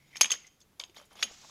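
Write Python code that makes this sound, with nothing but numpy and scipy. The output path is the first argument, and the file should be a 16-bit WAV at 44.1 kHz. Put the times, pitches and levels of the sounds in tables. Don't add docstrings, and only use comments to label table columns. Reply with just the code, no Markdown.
import sys
import numpy as np
from scipy import signal
from scipy.fft import rfft, irfft, next_fast_len
from scipy.io import wavfile
from scipy.ndimage import uniform_filter1d

SR = 44100
rng = np.random.default_rng(int(sys.argv[2]) if len(sys.argv) > 2 else 0)


def makeup_ratio(level_db):
    decades = np.asarray(level_db, float) / 20
    return 10 ** decades


def master(y):
    cut = np.clip(np.atleast_2d(y).T, -1, 1)
    pcm = np.round(cut * 32767)
    wavfile.write(sys.argv[1], SR, pcm.astype(np.int16))


N = 66150
MUTE_S = 0.0028

# frequency in Hz, density in dB per Hz.
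ROOM_SPECTRUM = [(12, -32.5), (20, -4.5), (177, -5), (319, -8.5), (388, -9.5), (718, -17), (1120, -18),
                 (14700, -27.5), (16000, -24.5)]
# frequency in Hz, level in dB.
HUM_TONES = [(139, -85), (204, -90.5)]
# time in s, level in dB.
RUB_LEVEL = [
    (1.26, -81),
    (1.32, -54.5),
    (1.36, -59),
    (1.42, -58.5),
    (1.45, -56.5),
    (1.5, -55.5),
]
# frequency in Hz, density in dB per Hz.
RUB_SPECTRUM = [(250, -17.5), (900, -6), (1700, -6.5), (3000, -2), (6200, 2.5), (7600, -1), (8800, -14),
                (14000, -28)]
# time in s, level in dB.
CREEP_LEVEL = [
    (0, -68.5),
    (.1, -80),
    (.15, -53.5),
    (.2, -73),
    (.34, -86),
    (.4, -79),
    (.45, -64.5),
    (.49, -74.5),
    (.52, -94.5),
]
# start in s, level
# in dB, frequency in Hz, T60 in s.
TAP_NOTES = [(0.1575, -42, 855, 0.0063), (.171, -31.5, 5380, .012), (0.2104, -36, 543, .008),
             (0.153, -47, 5340, 0.015), (0.2455, -25.5, 3085, 0.027), (.248, -30, 6500, .015),
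             (.2435, -32, 906, 0.011), (.256, -38, 1050, 0.0097), (0.3048, -33, 1220, 0.013),
             (0.3049, -26, 3440, 0.017), (0.3213, -26, 3120, 0.031), (0.32, -35.5, 2010, 0.011),
             (0.3174, -31.5, 474, 0.005), (0.335, -37.5, 1210, 0.027), (.341, -32.5, 3200, 0.0073),
             (.355, -46, 1940, 0.035), (.445, -54.5, 2054, 0.1), (0.614, -59, 3503, .015),
             (.7955, -49, 800, 0.022), (.799, -27, 3604, 0.017), (.799, -31, 4840, 0.011),
             (.7995, -37.5, 2274, 0.014), (0.8023, -36.5, 4340, 0.0048), (.8375, -31, 3570, 0.0099),
             (0.8404, -42, 5070, 0.008), (.964, -43, 3650, .008), (0.97, -46.5, 3300, .004),
             (0.9482, -58.5, 3100, 0.36), (0.9698, -40.5, 900, .006), (0.976, -45, 4500, 0.0079),
             (1.189, -46.5, 3380, 0.024), (1.2059, -40, 3650, 0.0092), (1.2119, -40, 5270, 0.014),
             (1.2266, -32, 1260, 0.015), (1.2276, -46.5, 620, 0.022), (1.2278, -20.5, 2487, 0.021),
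             (1.2305, -21, 3820, 0.016), (1.234, -23.5, 2870, 0.015), (1.244, -41.5, 3123, 0.15),
             (1.2325, -21, 6527, 0.032), (1.2405, -37, 6500, 0.022), (1.279, -46, 2060, 0.011),
             (1.25, -46, 2850, .1), (.249, -35, 3190, 0.05), (1.23, -27, 4960, 0.0093)]
# start in s, level in dB, frequency in Hz, T60 in s.
CASTING_THUDS = [
    (0.242, -48, 222, 0.11),
    (.318, -48, 408, 0.025),
    (0.802, -55, 527, 0.13),
    (.895, -56, 371, 0.042),
    (.99, -54.5, 585, .05),
    (1.012, -54, 576, 0.094),
    (1.237, -46.5, 544, 0.058),
    (1.248, -52, 211.5, 0.19),
    (1.307, -65, 59.3, 0.066),
    (1.312, -48.5, 567, 0.016),
]
# frequency in Hz, level in dB, T60 in s.
SPRING_MODES = [(10920, -2, 0.12), (13130, -5, 0.1), (10050, -2, 0.025), (11400, -4, 0.025)]
# start in s, level in dB, upper-mode tilt in dB, time held in s.
SPRING_PINGS = [
    (0.167, -52, -3, 0.037),
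    (0.2097, -22, -24, 0.11),
    (0.318, -52, 1, 0.013),
    (0.9465, -62, 17, .05),
    (1.012, -64, -4, 0.026),
    (1.228, -46.5, -2, 0.049),
]
# time in s, level in dB.
SCRAPE_LEVEL = [(0, -71.5), (.14, -62.5), (.2, -52), (.29, -62), (.35, -44.5), (.4, -73), (.475, -59),
                (.5, -88), (.942, -86), (.947, -63.5), (.968, -52.5), (1.03, -60.5), (1.09, -76.5),
                (1.12, -57), (1.151, -69.5), (1.157, -56), (1.22, -48), (1.3, -61.5)]
# time in s, level in dB.
DRAG_LEVEL = [(.78, -89), (.8, -61.5), (.87, -74.5), (.95, -82), (1.0, -68.5), (1.05, -71.5), (1.105, -94),
              (1.115, -59), (1.148, -65.5), (1.17, -60.5), (1.26, -61), (1.33, -64), (1.37, -87),
              (1.42, -74), (1.45, -58), (1.48, -92)]
# frequency in Hz, level in dB, T60 in s.
SLIDE_MODES = [(2196, 2, .12), (3126, -1.5, 0.059), (6790, -2, 0.42), (6200, -4, 0.056)]
# centre in Hz, width in octaves, level in dB.
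GRIT_BANDS = [(880, 5.1, -3), (3200, 1.9, 1.5), (11200, 2, -5.5)]
# frequency in Hz, level in dB, T60 in s.
BODY_MODES = [(1210, 1, 0.0056), (2040, -23.5, 0.14), (2400, -7, 0.027), (2570, -6.5, 0.033),
              (3020, -15, 0.018), (3120, -4, .06), (3374, 3, 0.021), (3685, -3.5, 0.033),
              (4470, -12.5, 0.05), (5010, 1.5, .022), (5620, -5.5, 0.084), (800, -13, .03),
              (4860, -14.5, .022)]
# frequency in Hz, level in dB, T60 in s.
CLIP_MODES = [(6234, 1.5, 0.05), (6500, 11, 0.031), (6500, 2, .1), (7100, -6, .05)]
# start in s, crack level in dB, crack centre in Hz, clip level in dB, ring held in s.
BRUSH_EVENTS = [
    (.468, -55.5, 6100, -46.5, 0.009),
    (.603, -53.5, 6090, -63.5, 0.036),
    (.613, -54, 4640, -56.5, 0.022),
    (1.053, -56, 8000, -65, 0.0095),
    (1.128, -57, 9000, -62, 0.0075),
]
# start in s, crack level in dB, crack centre in Hz, clip level in dB, ring held in s.
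TICK_EVENTS = [(.2105, -17.5, 1229, -40, 0.014), (.73, -64, 1180, -76, .01), (.7955, -47, 986, -36, 0.0052),
               (.7995, -26, 3940, -41.5, 0.031), (.8125, -34, 3450, -42, 0.013),
               (.8375, -34, 3130, -42, 0.028), (.897, -50.5, 3400, -58, 0.011),
               (.9455, -53, 1790, -55, 0.035), (.9705, -44.5, 3040, -49.5, .02),
               (.999, -46.5, 1160, -75, .02), (1.014, -51.5, 1440, -54.5, 0.0408),
               (1.1105, -53.5, 1530, -69, 0.032), (1.1545, -49.5, 1180, -52.5, 0.074),
               (1.19, -47, 3350, -65, 0.013), (1.495, -50.5, 1250, -51, .02)]
# start in s, crack level in dB, crack centre in Hz, clip level in dB, ring held in s.
KNOCK_EVENTS = [(.157, -34.5, 2400, -40.5, 0.0077), (.168, -29.5, 3560, -35, 0.035),
                (.2105, -9.5, 3470, -10.5, 0.0082), (.2145, -8.5, 5100, -11.5, 0.01),
                (.2305, -25.5, 3200, -17.5, 0.017), (.2435, -21, 2100, -25, 0.011),
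                (.2565, -24, 2920, -30.5, 0.086), (.3005, -31.5, 2900, -58, .004),
                (.3055, -27.5, 2850, -20.5, 0.013), (.317, -19.5, 3340, -16.5, 0.0038),
                (.3222, -26, 4200, -20.5, 0.0033), (.329, -37, 2400, -26, 0.016),
                (.345, -55, 3000, -36, 0.045), (.338, -32.5, 2450, -47, 0.042),
                (1.218, -50, 5500, -40, .004), (1.2262, -17, 3200, -55, 0.0021),
                (1.2285, -29.5, 4800, -25.5, 0.009), (1.2385, -28, 2870, -30.5, 0.028),
                (1.262, -64, 3070, -52, 0.05)]


def unit(x):
    return x / np.sqrt(np.mean(x ** 2))


def peak(x):
    return x / np.abs(x).max()


def add_at(out, start_s, x):
    i = int(start_s * SR)
    out[i:i + len(x)] += x


def butter(x, order, hz, kind="low"):
    return signal.sosfilt(signal.butter(order, hz, kind, fs=SR, output="sos"), x)


def shade(x, gain):
    n = next_fast_len(len(x) + 512)
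    hz = np.arange(n // 2 + 1) * SR / n + 1
    return irfft(rfft(x, n) * gain(hz), n)[:len(x)]


def band(x, hz, octaves):
    w = 2 * np.pi * hz / SR
    a = np.sin(w) * np.sinh(np.log(2) / 2 * octaves)
    return signal.lfilter([a, 0, -a], [1 + a, -2 * np.cos(w), 1 - a], x)


def band2(x, hz, octaves):
    return band(band(x, hz, octaves), hz, octaves)


def ring(x, modes, tweak):
    rough_rate_hz, rough_share, scatter_db = 150, .75, 2.5
    out, k = 0, int(SR / rough_rate_hz)
    for (hz, db, t60_s), (level, pitch) in zip(modes, tweak):
        decay = np.log(1000) / (max(t60_s, .005) * SR)
        pole = np.exp(2j * np.pi * hz * (1 + 0.01 * pitch) / SR - decay)
        knots = rng.standard_normal((2, len(x) // k + 2))
        waver = [np.interp(np.arange(len(x)) / k, np.arange(knots.shape[1]), row) for row in knots]
        z = signal.lfilter([1], [1, -pole], x)
        z = z * (1 + rough_share * (waver[0] + 1j * waver[1]))
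        out = out + makeup_ratio(db + scatter_db * level) * z.imag
    return out


def curve(table, end_db):
    s, db = np.array(table).T
    return makeup_ratio(np.interp(np.arange(N) / SR, s, db, left=db[0], right=end_db))


def coloured(table):
    hz, db = np.array(table).T
    return unit(shade(rng.standard_normal(N), lambda f: makeup_ratio(np.interp(np.log(f), np.log(hz), db))))


def flicker(rate_hz, db):
    k = int(SR / rate_hz)
    steps = np.repeat(rng.standard_normal(N // k + 1), k)
    return makeup_ratio(db * uniform_filter1d(steps, k)[:N])


def room_tone():
    t = np.arange(N) / SR
    hum = 0
    for hz, db in HUM_TONES:
        hum = hum + makeup_ratio(db) * np.sqrt(2) * np.sin(2 * np.pi * hz * t) * flicker(20.0, 5.0)
    start_db, start_s = 11.5, .2
    air = makeup_ratio(-68.5) * coloured(ROOM_SPECTRUM) * flicker(3.1, 0.92)
    return air + hum * makeup_ratio(start_db * (t < start_s))


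def garage(x):
    t60_s, level_db, top_hz = 0.47, -23, 7200
    t = np.arange(SR // 2) / SR
    tail = rng.standard_normal(len(t)) * np.exp(-np.log(1000) * t / t60_s) * np.minimum(t / 0.0015, 1)
    tail = shade(tail, lambda f: 1 / (1 + (f / top_hz) ** 2))
    return makeup_ratio(level_db) * signal.fftconvolve(x, tail / np.sqrt(np.sum(tail ** 2)))[:N]


def rub():
    onset = [(RUB_LEVEL[0][0] - .05, -110)]
    return coloured(RUB_SPECTRUM) * curve(onset + RUB_LEVEL, RUB_LEVEL[-1][1]) * flicker(80, 2.0)


def creep():
    x = band2(rng.standard_normal(N), 2150, .2)
    return unit(x) * curve(CREEP_LEVEL, -120) * flicker(33, 2.8)


def taps():
    out, t = np.zeros(N + 4000), np.arange(4000) / SR
    for s, db, hz, t60_s in TAP_NOTES:
        push = np.exp(-t * hz * 2)
        x = ring(push, [(hz, 0, t60_s)], np.zeros((1, 2))) * np.minimum(t / 0.00055, 1)
        add_at(out, s, makeup_ratio(db) * peak(x))
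    return butter(out[:N], 2, 350, "high")


def thuds():
    out, t = np.zeros(N + 8000), np.arange(8000) / SR
    for s, db, hz, t60_s in CASTING_THUDS:
        push = np.exp(-t * hz * 2)
        modes = [(hz, 0, t60_s), (hz * 2.0, -6, t60_s / 2)]
        x = ring(push, modes, np.zeros((2, 2))) * np.minimum(t * hz, 1)
        add_at(out, s, makeup_ratio(db) * peak(x))
    return out[:N]


def spring():
    out, t = np.zeros(N + 8000), np.arange(8000) / SR
    for s, db, tilt_db, held_s in SPRING_PINGS:
        modes = [(hz, g + tilt_db * (hz > 12500), t60_s) for hz, g, t60_s in SPRING_MODES]
        jolt = rng.standard_normal(len(t)) * np.exp(-t / .004)
        x = ring(jolt, modes, np.zeros((len(modes), 2)))
        x = x * np.exp(-np.maximum(t - held_s, 0) / (2 * MUTE_S))
        add_at(out, s, makeup_ratio(db) * peak(x))
    return out[:N]


def drag():
    x = unit(band2(rng.standard_normal(N), 820, 1.6))
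    return x * flicker(90, 3.0) * curve(DRAG_LEVEL, -70)


def grit(x):
    out = 0
    for hz, octaves, db in GRIT_BANDS:
        signed = x * rng.choice([-1, 1], len(x))
        out = out + makeup_ratio(db) * band2(signed, hz, octaves) / np.sqrt(hz)
    return out


def scrape():
    rate_hz, spread_db = 7900, 5
    u = rng.random((2, N))
    clicks = (u[0] < rate_hz / SR) * np.clip(rng.standard_normal(N), -2, 2)
    clicks = unit(clicks * makeup_ratio(-spread_db * np.log(u[1] + .08)))
    clicks = clicks * flicker(46, 1.2) * curve(SCRAPE_LEVEL, SCRAPE_LEVEL[-1][1] - 6)
    still, probe = np.zeros((20, 2)), rng.standard_normal(8000)
    out = drag()
    parts = [(lambda x: ring(x, BODY_MODES, still), 0),
             (lambda x: ring(x, SLIDE_MODES, still), -4),
             (grit, 0.5),
             (lambda x: ring(x, SPRING_MODES, still), -17)]
    for part, db in parts:
        out = out + makeup_ratio(db) * part(clicks) / np.std(part(probe)) / 2
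    return out


def knocks(table, body_db, chatter_s, octaves, sizzle_db):
    size = 8000
    out, t = np.zeros(N + size), np.arange(size) / SR
    for s, crack_db, hz, ring_db, held_s in table:
        noise = rng.standard_normal((3, size))
        tweak = rng.standard_normal((len(BODY_MODES) + len(CLIP_MODES), 2))
        chatter = noise[0] * makeup_ratio(2.5 * noise[1])
        chatter = chatter * np.exp(-t / chatter_s) * np.minimum(t / 0.00015, 1)
        crack = band2(band(chatter, hz, octaves), hz, 2 * octaves)
        rattle = butter(band2(noise[2], hz, 6.2) * np.exp(-t / .012), 2, 7550)
        body = ring(crack, BODY_MODES, tweak)
        sizzle = band(band(chatter, 9700, 0.94), 9700, 0.93)
        hit = peak(crack) + makeup_ratio(body_db) * peak(body) + makeup_ratio(-13) * peak(rattle) + makeup_ratio(sizzle_db) * peak(sizzle)
        clip = peak(ring(chatter, CLIP_MODES, tweak[len(BODY_MODES):]))
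        clip = clip * np.exp(-np.maximum(t - held_s, 0) / MUTE_S)
        add_at(out, s, makeup_ratio(crack_db) * hit + makeup_ratio(ring_db) * clip)
    return butter(out[:N], 3, [300, 14300], "band")


def scene():
    hands = knocks(KNOCK_EVENTS, body_db=-5.5, chatter_s=0.0031, octaves=1.61, sizzle_db=-33.5)
    hands = hands + knocks(TICK_EVENTS, body_db=-9, chatter_s=0.00058, octaves=0.79, sizzle_db=-20.5)
    hands = hands + thuds() + spring()
    hands = hands + knocks(BRUSH_EVENTS, body_db=-30, chatter_s=0.0093, octaves=1.0, sizzle_db=-13)
    hands = hands + scrape() + rub() + creep() + taps()
    return (hands + garage(hands) + room_tone())[None]


def band_limit(x):
    return signal.sosfilt(signal.butter(12, 16470, fs=SR, output="sos"), x)


def record(dry):
    shelf_hz, shelf_db, dip_hz, dip_share, limit, top_hz = 7200, 0.5, 8470, 0.4, .7, 15000
    treble = signal.sosfiltfilt(signal.butter(3, shelf_hz, "high", fs=SR, output="sos"), dry)
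    dry = dry + (makeup_ratio(shelf_db) - 1) * treble
    dry = dry - dip_share * band(dry, dip_hz, 0.33)
    dry = np.tanh(dry / limit) * limit
    return band_limit(butter(dry, 8, top_hz))


dry = scene()
out = record(dry)
master(out)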